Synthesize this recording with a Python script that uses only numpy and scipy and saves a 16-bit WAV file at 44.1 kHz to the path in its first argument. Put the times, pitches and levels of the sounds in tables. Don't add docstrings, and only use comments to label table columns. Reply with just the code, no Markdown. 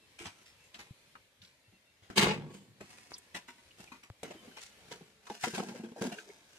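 import sys
import numpy as np
from scipy import signal
from scipy.fft import rfft, irfft, next_fast_len
from scipy.io import wavfile
from scipy.ndimage import uniform_filter1d, map_coordinates

SR = 44100
rng = np.random.default_rng(int(sys.argv[2]) if len(sys.argv) > 2 else 0)


def store_wav(level_fs):
    pcm = np.round(np.clip(np.atleast_2d(level_fs), -1, 1) * 32767)
    wavfile.write(sys.argv[1], SR, pcm.T.astype(np.int16))


N = 290178
T = np.arange(N) / SR
THRUST_S = 2.183

# frequency in Hz, left-right correlation (0 to 1).
LIKENESS = [(60, 0.75), (190, 0.94), (320, 0.87), (640, 0.77), (1400, 0.18), (3100, .02), (15000, .018)]
# relative levels in dB of thud, squelch, crunch and hiss.
CUT_BALANCE = [-2, 1.5, 3.5, -5.5]


def amp(db):
    return 10 ** (np.asarray(db) / 20)


def unit(x):
    return x / np.sqrt(np.mean(x ** 2) + 1e-20)


def along(points, hz):
    f, v = np.transpose(points)
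    return np.interp(np.log(hz + 1), np.log(f + 1), v)


def filtered(x, response):
    n = x.shape[-1]
    m = next_fast_len(n + 2048, real=True)
    return irfft(rfft(x, m) * response(np.fft.rfftfreq(m, 1 / SR)), m)[..., :n]


def add(track, s, sound):
    part = track[..., round(s * SR):][..., :sound.shape[-1]]
    part += sound[..., :part.shape[-1]]


def wander(knots, place, **options):
    return map_coordinates(rng.standard_normal(knots), [place], **options)


def port_phase(hz):
    return np.arccos(np.clip(along(LIKENESS, hz), -1, 1))


def widen(pair):
    mid_side = lambda hz: np.array([np.cos(port_phase(hz) / 2), np.sin(port_phase(hz) / 2)])
    mid, side = filtered(pair, mid_side)
    return np.array([mid + side, mid - side])


def notes(rows, waver, rate):
    out = np.zeros((2, N))
    for s, length, hz, db in rows:
        t = T[:int(length * SR)]
        pitch = hz * (1 + waver * wander(128, t * rate, mode="mirror"))
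        apart = port_phase(hz) * np.array([[1], [0]])
        swell = amp(db) * np.sin(np.pi * t / length)
        add(out, s, swell * np.sin(2 * np.pi * np.cumsum(pitch) / SR + apart))
    return out


def air(patchy_db=2):
    # frequency in Hz, relative level in dB per Hz.
    air_colour = [(15, -56.5), (25, -21.5), (75, -2.5), (233, -8), (582, -6.5), (722, -12), (970, -10.5),
                  (1110, -11.5), (1450, -12), (2300, -7), (2770, -9.5), (4040, -10.5), (5010, -14.5),
                  (12200, -21), (15500, -38)]
    # time in seconds, level in dB about which the hush drifts.
    air_level = [(0, -66), (1, -64.5), (1.3, -68.5), (1.65, -68), (1.95, -68.5), (2.7, -67), (3.3, -64.5),
                 (3.7, -65.5), (4.18, -66), (4.3, -60.5), (5, -61.5), (5.2, -69), (6.58, -66.5)]
    drift_db = .7 * wander(64, T * 8)
    z = signal.stft(rng.standard_normal((2, N)), nperseg=1024)[2]
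    field = uniform_filter1d(rng.standard_normal(z.shape[1:]), size=4, axis=0)
    field = uniform_filter1d(field, size=9, axis=1)
    patches = signal.istft(z * amp(patchy_db * unit(field)), nperseg=1024)[1][:, :N]
    hush = unit(filtered(widen(patches), lambda hz: amp(along(air_colour, hz))))
    return amp(np.interp(T, *np.transpose(air_level)) + drift_db) * hush


def whistles():
    # start in seconds, length in seconds, mean pitch in Hz, level in dB.
    whistle_rows = [(0, .07, 2680, -68), (.585, .1, 2670, -66), (1.63, .07, 2720, -71),
                    (1.72, .07, 2720, -69), (1.85, .08, 2720, -72), (4.36, .068, 3080, -60),
                    (4.491, .16, 3030, -62)]
    return notes(whistle_rows, waver=.005, rate=60)


def scatter(x, t60):
    t = T[:SR // 8]
    paths = rng.standard_normal((2, len(t))) * amp(-60 * t / t60)
    paths /= np.linalg.norm(paths, axis=1, keepdims=True)
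    return signal.fftconvolve(x[None], paths, axes=1)[:, :len(x)]


def crumbs(n, rate, spread_db, smooth, scatter_t60=0.021, clump_db=1.0, clump_rate=90):
    size, chance, sign = rng.random((3, n))
    sizes = amp(spread_db * np.minimum(-np.log(1 - size), 4))
    grains = sizes * (chance < rate / SR) * np.sign(sign - .5)
    clumps = amp(clump_db * wander(400, T[:n] * clump_rate, order=1))
    rubbing = rng.standard_normal((2, n))
    return clumps * (np.sqrt(1 - smooth) * unit(scatter(grains, scatter_t60)) + np.sqrt(smooth) * rubbing)


def ripple(hz, density):
    return wander(400, (np.log2(1 + hz / 300) + hz / 2500) * density, order=2)


def soil_colour(s):
    # frequency in Hz, relative level in dB per Hz.
    mound = [(35, -45.5), (60, -11.5), (339, -6.5), (448, -14.5), (938, -6), (1670, -3), (1960, 0.5),
             (2590, -1.5), (4950, -9), (15000, -24)]
    below_bed = [(30, -51.5), (52, -21), (74, -7.5), (107, -25.5), (140, -16.5), (195, -7), (280, -16),
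                 (500, -15), (760, -24), (880, -16.5), (1450, -26), (1750, -22), (4400, -29), (6100, -29),
                 (8500, -26), (10300, -38), (15000, -35.5)]
    by_wheel = [(35, -48), (60, -36), (130, -10), (225, -5.5), (285, -8.5), (400, -6.5), (580, -12),
                (760, -7), (1200, -15), (1550, -12.5), (2000, -18), (2700, -17), (6500, -30.5),
                (13000, -42.5), (15000, -40.5)]
    # frequency in Hz, left minus right in dB.
    bed_lean = [(300, -1.5), (1200, 1), (4400, 1), (8100, -3.5), (15000, 0.5)]
    # frequency in Hz, width in Hz, lift in dB.
    blade_modes = [(201, 47, 6.5), (360.3, 32, 6.5), (435, 32, 5.5), (707, 54, 3), (880, 130, 1),
                   (1870, 110, -3), (2190, 85, 1.5)]
    second_spot_s = 4.22
    pocket_db, pocket_top_hz, pocket_density = 3, 6000, 12
    under_bed = -.03 < s - THRUST_S < .45
    place = below_bed if under_bed else by_wheel if s > second_spot_s else mound

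    def response(hz):
        shade = under_bed * along(bed_lean, hz) * np.array([[.5], [-.5]])
        shovel = sum(db / (1 + (2 * (hz - f) / width) ** 2) for f, width, db in blade_modes)
        pockets = pocket_db * ripple(hz, pocket_density) / (1 + (hz / pocket_top_hz) ** 4)
        return amp(along(place, hz) + shade + shovel + pockets)
    return response


def stroke(s, rise, t60, levels, grains):
    # low edge in Hz, high edge in Hz, trim in dB.
    soil_bands = [(45.3, 448, -1.5), (467, 1370, -4), (1617, 4730, -2.5), (5670, 11600, 1)]
    start = max(s - rise, 0)
    t = start + T[:grains.shape[1]] - s
    envelope = np.clip(1 + t / rise, 0, 1) ** 2 * amp(-60 * np.maximum(t, 0) / t60)
    soil = filtered(widen(grains), soil_colour(s))
    out = 0
    for (lo, hi, trim_db), db in zip(soil_bands, levels):
        band = lambda hz: 1 / np.sqrt((1 + (lo / (hz + 1)) ** 10) * (1 + (hz / hi) ** 10))
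        part = envelope * filtered(soil, band)
        out = out + amp(db + trim_db) * unit(part) * np.sqrt(np.mean(envelope ** 2))
    return start, out


def digging(strokes, rate, spread_db, smooth):
    out = np.zeros((2, N))
    for s, rise, t60, levels in strokes:
        n = min(int((rise + .8 * t60) * SR), SR)
        add(out, *stroke(s, rise, t60, levels, crumbs(n, rate, spread_db, smooth)))
    return out


def soil_levels(balance_db, db, grit_db=0):
    grit_tilt = [-1.86, -0.26, 0.88, 1]
    return np.array(balance_db) + db + grit_db * np.array(grit_tilt)


def slides():
    # peak in seconds, rise in seconds, t60 in seconds, force in dB, grit in dB (above 0 drier).
    slide_rows = [(.421, 0.3, 0.27, -66.5, -0.5), (.639, 0.14, 1.4, -86, 17.5), (2.57, 0.15, 0.41, -65, 5),
                  (2.916, 0.19, 1.6, -60.5, 1), (3.122, .04, 0.2393, -57.5, -0.5),
                  (3.601, 0.18, 1.6, -72, 2.5), (3.8, 0.045, 0.52, -56.5, -0.5),
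                  (4.44, 0.12, 0.63, -63.5, -3.5), (4.589, 0.16, 0.21, -70, 0),
                  (4.631, 0.062, 0.26, -63.5, 14), (4.88, 0.35, 1.9, -66, -2),
                  (4.924, .035, 0.15, -51.5, 0.5), (5.36, .2, .3, -56, 2), (5.429, 0.053, 1.05, -56, 11),
                  (5.549, 0.038, 0.92, -50, 1.5), (5.97, .03, 1.4, -58, -3.5),
                  (6.024, 0.027, 0.37, -42.5, -0.5), (6.182, 0.053, 0.23, -57.5, 3.5),
                  (6.249, 0.083, 1.6, -63.5, 1.5), (6.579, 0.19, .2, -66, 4.5)]
    # relative levels in dB of thud, squelch, crunch and hiss.
    slide_balance = [-3.5, -0.5, 0, -3]
    strokes = [(s, rise, t60, soil_levels(slide_balance, db, grit_db))
               for s, rise, t60, db, grit_db in slide_rows]
    return digging(strokes, rate=480, spread_db=3.5, smooth=0.32)


def chops(rise=.0115):
    # peak in seconds, t60 in seconds, force in dB,
    # grit in dB (above 0 dry and sandy, below 0 wet and heavy).
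    chop_rows = [(.192, 0.46, -54, 4.5), (.259, 0.15, -45, -0.5), (0.463, 0.28, -86, 28),
                 (.745, 0.43, -59.5, 0), (.794, 0.24, -53.5, 2), (1.425, 0.37, -75.5, 15),
                 (2.026, 0.74, -67.5, 0), (2.808, 0.21, -56, 0.5), (2.986, 0.022, -57.5, 2),
                 (3.35, 0.18, -45.5, 1), (3.365, 0.068, -47.5, 4), (3.485, 0.18, -56.5, 3),
                 (3.923, 0.19, -56, -0.5), (4.036, 0.15, -59.5, 3), (4.248, 0.31, -53.5, -1),
                 (4.309, 0.19, -53, -1), (4.573, 0.16, -56, 7), (4.919, 0.15, -48.5, -.5),
                 (5.44, 0.17, -40.5, 5.5), (5.475, 0.099, -48.5, -1), (5.549, 0.17, -44, 1.5),
                 (5.58, 0.12, -41.5, -3.5), (5.602, 0.034, -39.5, -4.5), (5.688, 0.1, -48.5, -4),
                 (5.759, 0.13, -53.5, -1.5), (5.843, 0.087, -61.5, -2), (6.124, 0.14, -44, -2.5)]
    strokes = [(s, rise, t60, soil_levels(CUT_BALANCE, db, grit_db)) for s, t60, db, grit_db in chop_rows]
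    return digging(strokes, rate=700, spread_db=1.0, smooth=0.13)


def thumps(rows, rise=0.00712, waver=0.47, lowest_hz=85):
    out, t = np.zeros(N), T[:SR // 4]
    for s, t60, db, hz in rows:
        phase = 2 * np.pi * (hz * t + rng.random()) + waver * wander(64, t * 120)
        envelope = np.minimum(t / rise, 1) ** 2 * amp(db - 60 * np.maximum(t - rise, 0) / t60)
        add(out, s - rise, envelope * np.sin(phase))
    return filtered(out, lambda f: 1 / np.sqrt(1 + (lowest_hz / (f + 1)) ** 8))


def clods(rise=.012, thump_db=0.5):
    # peak in seconds, t60 in seconds, force in dB, pitch of the thump in Hz.
    clod_rows = [(0.211, 0.14, -44, 347), (1.429, 0.16, -63.5, 189), (1.728, 0.17, -59.5, 192),
                 (2.813, 0.096, -44.5, 383), (2.844, 0.06, -51.5, 214), (3.8, 0.1, -53.5, 200.4),
                 (4.247, 0.076, -42.5, 297), (4.278, 0.14, -49, 268), (4.308, 0.069, -50, 400),
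                 (4.349, 0.13, -48.5, 324), (4.48, 0.16, -50.5, 254), (5.015, 0.072, -46.5, 169),
                 (5.306, 0.081, -40, 211.4), (5.442, 0.048, -39.5, 145), (5.473, 0.1, -33, 227),
                 (5.54, 0.067, -34, 181), (5.579, .07, -39, 211), (5.601, 0.19, -39, 202),
                 (5.634, 0.2, -45.5, 245), (5.666, 0.14, -44, 204), (5.692, 0.2, -40.5, 233.2),
                 (5.722, 0.072, -45.5, 216), (5.757, 0.18, -46, 242), (5.8, 0.16, -42, 225),
                 (5.839, 0.25, -40, 227.5), (5.921, 0.1, -46, 243), (6.018, 0.044, -30.5, 196),
                 (6.022, 0.11, -32, 443), (6.052, 0.098, -32.5, 244), (6.072, 0.14, -36.5, 236),
                 (6.119, 0.088, -44, 257)]
    # relative levels in dB of thud, squelch, crunch and hiss.
    clod_balance = [-4, -11.5, -16.5, -35]
    strokes = [(s, rise, t60, soil_levels(clod_balance, db)) for s, t60, db, hz in clod_rows]
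    return digging(strokes, rate=1000, spread_db=0.0, smooth=0.25) + amp(thump_db) * thumps(clod_rows)


def knocks(attack=0.0011, vary_db=2.0, blur=0.39):
    # start in seconds, level in dB, ring time as a ratio to that of the free blade.
    knock_rows = [(.256, -49.5, 0.84), (0.792, -53, 0.49), (1.152, -58, 0.68), (3.346, -50, 0.88),
                  (3.365, -49.5, 0.8), (3.485, -47.5, 0.67), (3.584, -59, 0.88), (3.797, -63, 0.63),
                  (3.919, -49, 0.67), (3.95, -58, 0.76), (4.035, -56.5, 0.55), (4.914, -49, 0.6),
                  (5.441, -33, 0.43)]
    # mean pitch in Hz, relative level in dB, t60 in seconds.
    steel_modes = [(250.7, -5, 0.15), (950.4, 0, 0.2), (1120, -9.5, 0.19), (1493, -7.5, 0.25),
                   (1995, -1.5, .14), (2450, -4, 0.15), (2810, -11, 0.22), (4050, -13, 0.1)]
    out, t = np.zeros((2, N)), T[:SR // 3]
    for s, db, life in knock_rows:
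        for hz, mode_db, t60 in steel_modes:
            strength, detune = rng.standard_normal(2)
            chatter = wander(64, t * 110)
            apart = port_phase(hz) * np.array([[-.5], [.5]]) * rng.choice([-1, 1])
            ring = np.sin(2 * np.pi * hz * (1 + .015 * detune) * t + blur * chatter + apart)
            decay = amp(db + mode_db + vary_db * strength - 60 * t / (life * t60))
            add(out, s, decay * (1 - np.exp(-t / attack)) * ring)
    return out


def stones(ring_db=6, blunt_db=12, attack=0.0012, t60_at_1khz=0.074, damping=0.35):
    # start in seconds, level in dB, pitch in Hz, width of the crack in octaves.
    stone_rows = [(.743, -42, 3130, 0.89), (1.152, -46.5, 1256, 0.97), (1.417, -51.5, 3680, 0.65),
                  (1.448, -51.5, 3840, 0.79), (2.18, -20.5, 4170, 0.61), (2.806, -50, 622, 0.6),
                  (3.139, -39, 4950, 0.36), (3.181, -44, 8500, 0.54), (3.346, -42.5, 1935, 0.22),
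                  (3.486, -50.5, 1480, 0.25), (3.708, -55, 2920, 0.34), (3.876, -52, 2400, 0.19),
                  (3.917, -49.5, 1033, 0.48), (4.231, -41.5, 8000, 0.56), (4.232, -48.5, 570, 0.43),
                  (4.308, -46.5, 610, 0.42), (4.309, -50.5, 2480, 0.52), (4.513, -57, 1560, 0.2),
                  (4.571, -48.5, 880, 0.74), (5.269, -46, 1060, 0.66), (5.3, -37, 836, 0.31),
                  (5.438, -33.5, 745, 0.14), (5.44, -37, 1400, .5), (5.576, -36, 753, 0.28),
                  (5.599, -42, 847, 0.41), (5.626, -40.5, 720, 0.61), (5.715, -48.5, 856, 0.28),
                  (5.962, -42.5, 700, 0.39), (6.02, -42, 780, 0.28), (6.184, -41, 1554, .2),
                  (6.185, -45, 2570, 0.78), (6.3, -53.5, 2180, 0.37)]
    out, t = np.zeros((2, N)), T[:SR // 6]
    for s, db, hz, octaves in stone_rows:
        t60 = t60_at_1khz * (hz / 1000) ** -damping
        chatter = np.array([wander(400, t * min(hz / 5, 900)) for side in range(2)])
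        apart = port_phase(hz) * np.array([[1], [0]])
        ring = amp(ring_db - blunt_db * octaves) * np.sin(2 * np.pi * hz * t + apart + .6 * chatter)
        around = lambda f: 1 / (1 + (np.log2((f + 1) / hz) / octaves) ** 2) ** 2
        crack = unit(filtered(widen(rng.standard_normal((2, len(t)))), around))
        add(out, s, amp(db - 60 * t / t60) * (1 - np.exp(-t / attack)) * (ring + crack))
    return out


def bumps(attack=0.0054, click_s=0.00018):
    # start in seconds, thump level in dB, pitch in Hz, t60 in seconds, click level in dB.
    bump_rows = [(0.908, -26, 125.6, 0.028, -67), (1.403, -55, 103, 0.15, -90),
                 (1.679, -53, 106, 0.12, -96), (2.021, -53, 100, 0.099, -90), (2.098, -50, 109, 0.11, -90),
                 (3.1189, -50, 189, 0.036, -31.5), (4.101, -30.5, 105, 0.045, -35)]
    out, t = np.zeros(N), T[:SR // 8]
    u = t / click_s
    click = 2 * u * (2 - u) * np.exp(-u)
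    for s, db, hz, t60, click_db in bump_rows:
        thump = amp(db - 60 * t / t60) * (1 - np.exp(-t / attack)) * np.sin(2 * np.pi * hz * t)
        add(out, s, thump + amp(click_db) * click)
    return out


def slaps(rise=0.001064):
    # peak in seconds, t60 in seconds, force in dB, grit in dB (above 0 drier).
    slap_rows = [(1.152, .15, -74.5, -6.5), (2.101, 0.21, -52, -5), (4.2319, 0.087, -44, -2),
                 (5.269, 0.056, -55.5, 4), (5.2997, 0.068, -45.5, -3)]
    strokes = [(s, rise, t60, soil_levels(CUT_BALANCE, db, grit_db)) for s, t60, db, grit_db in slap_rows]
    return digging(strokes, rate=1500, spread_db=2.5, smooth=0.58)


def thrust(rise=.03, t60=0.28, lump_rise=.01, settle_delay_s=0.21, settle_rise=0.1, settle_t60=0.87):
    # peak in seconds, t60 in seconds, force in dB, grit in dB (above 0 drier).
    lump_rows = [(2.192, .12, -29.5, 9), (2.209, .13, -30.5, 0), (2.228, 0.11, -27.5, 5),
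                 (2.244, 0.19, -27.5, 0), (2.262, 0.24, -26.5, -3), (2.286, .19, -31, 1),
                 (2.305, 0.18, -36, 3.5), (2.33, 0.14, -40.5, -4), (2.36, 0.28, -45.5, -5),
                 (2.411, 0.21, -49.5, -5), (2.5, 0.25, -56, -5), (2.55, 0.19, -54.5, -6)]
    bite_levels = [-29, -27.5, -21, -32]
    lump_balance = [-11, -1.5, -2.5, -27]
    rumble_levels = [-47, -55, -61, -83]
    bite = (THRUST_S, rise, t60, bite_levels)
    lumps = [(s, lump_rise, life, soil_levels(lump_balance, db, grit_db)) for s, life, db, grit_db in lump_rows]
    settle = (THRUST_S + settle_delay_s, settle_rise, settle_t60, rumble_levels)
    return digging([bite, *lumps, settle], rate=450, spread_db=2.5, smooth=0.15)


def gulps():
    # start in seconds, length in seconds, first pitch in Hz, last pitch in Hz, level in dB.
    gulp_rows = [(2.174, 0.042, 183, 225, -26), (2.222, 0.026, 170, 150, -27),
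                 (2.266, 0.051, 202, 179, -30.5), (2.312, 0.052, 214.5, 200, -37.5),
                 (2.355, 0.067, 169, 143, -40)]
    out = np.zeros(N)
    for s, length, first_hz, last_hz, db in gulp_rows:
        t = T[:int(length * SR)]
        pitch = first_hz + (last_hz - first_hz) * t / length
        add(out, s, amp(db) * np.sin(np.pi * t / length) * np.sin(2 * np.pi * np.cumsum(pitch) / SR))
    return out


def boom(level_db=-28, attack=0.032, waver_db=6.5):
    # pitch in Hz, relative level in dB, t60 in seconds.
    hollow_modes = [(113, -21.5, 1.7), (151, -13, 1.21), (195.2, -6, 0.76), (218, -15, 0.55),
                    (243.4, -5, 0.57), (354, -13.5, 0.8), (523, -9, 0.39), (854, -1, 0.32),
                    (1120, -15.5, 0.7), (1700, -6.5, 0.23), (1920, -2.5, 0.17), (2197, -2, 0.27),
                    (2600, 1, .28), (2870, -1, 0.28)]
    out, t = np.zeros((2, N)), T[:3 * SR // 2]
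    for hz, db, t60 in hollow_modes:
        waver = wander(64, t * 25)
        apart = port_phase(hz) * np.array([[-.5], [.5]]) * rng.choice([-1, 1])
        ring = np.sin(2 * np.pi * (hz * t + rng.random()) + apart + .4 * waver)
        decay = amp(level_db + db + waver_db * waver - 60 * t / t60)
        add(out, THRUST_S, decay * (1 - np.exp(-t / attack)) * ring)
    return out


def bubbles(s, length, t60, lo_hz, hi_hz, cycles, glide, spread_db, count):
    out, t = np.zeros((2, N)), T[:SR // 8]
    for k, (when, pitch, size, side) in enumerate(rng.random((count, 4))):
        delay = length * (k + when) / count
        hz = lo_hz * (hi_hz / lo_hz) ** pitch
        age = t * hz / cycles
        apart = port_phase(hz) * (2 * side - 1) * np.array([[1], [-1]])
        tone = np.sin(2 * np.pi * hz * t * (1 + glide * np.minimum(age, 1)) + apart)
        decay = amp(-spread_db * size - 60 * delay / t60 - 60 * np.minimum(age, 3))
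        add(out, s + delay, decay * tone * (1 - np.exp(-t * hz)))
    return out


def splatter(level_db=-22):
    return amp(level_db) * bubbles(THRUST_S, length=.16, t60=0.66, lo_hz=820, hi_hz=4530,
                                   cycles=31, glide=.06, spread_db=17, count=90)


def gurgle(level_db=-47):
    return amp(level_db) * bubbles(THRUST_S + 0.25, length=0.62, t60=1.4, lo_hz=139, hi_hz=565,
                                   cycles=13, glide=.08, spread_db=3, count=64)


def groans():
    # start in seconds, length in seconds, mean pitch in Hz, level in dB.
    groan_rows = [(3.131, 0.023, 5000, -44), (3.155, 0.021, 3440, -55), (4.42, 0.064, 464, -58),
                  (5.74, 0.029, 504, -44), (5.825, 0.032, 461.3, -53), (5.955, 0.058, 470, -49.5),
                  (6.155, 0.05, 423, -48.5), (6.26, 0.036, 414, -56), (6.29, 0.025, 411, -46)]
    return notes(groan_rows, waver=0.096, rate=436)


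def squelches():
    # start in seconds, length in seconds, level in dB.
    squelch_rows = [(4.235, .12, -47), (5.543, 0.14, -35), (5.668, .2, -41), (6.015, 0.12, -33)]
    return sum(amp(db) * bubbles(s, length, t60=.8, lo_hz=510, hi_hz=1160,
                                 cycles=13, glide=0.073, spread_db=15, count=11)
               for s, length, db in squelch_rows)


def scene(echo_db=-20, echo_t60=0.12):
    work = slides() + chops() + clods() + knocks() + stones() + slaps() + groans() + squelches()
    work = work + thrust() + gulps() + boom() + splatter() + gurgle()
    echo = widen(scatter(work.mean(axis=0), echo_t60))
    return work + amp(echo_db) * echo + bumps() + whistles() + air()


def record(dry, left_lag_s=.00011, top_hz=15600):
    # frequency in Hz, left minus right in dB.
    port_lean = [(60, 5.5), (180, -0.5), (550, 0.5), (1650, 2), (4970, 0.5), (15000, -2.5)]
    half = np.array([[.5], [-.5]])
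    lag = lambda hz: np.exp(-2j * np.pi * hz * left_lag_s * half)
    return filtered(dry, lambda hz: amp(along(port_lean, hz) * half) * lag(hz) * (hz < top_hz))


dry = scene()
out = record(dry)
store_wav(out)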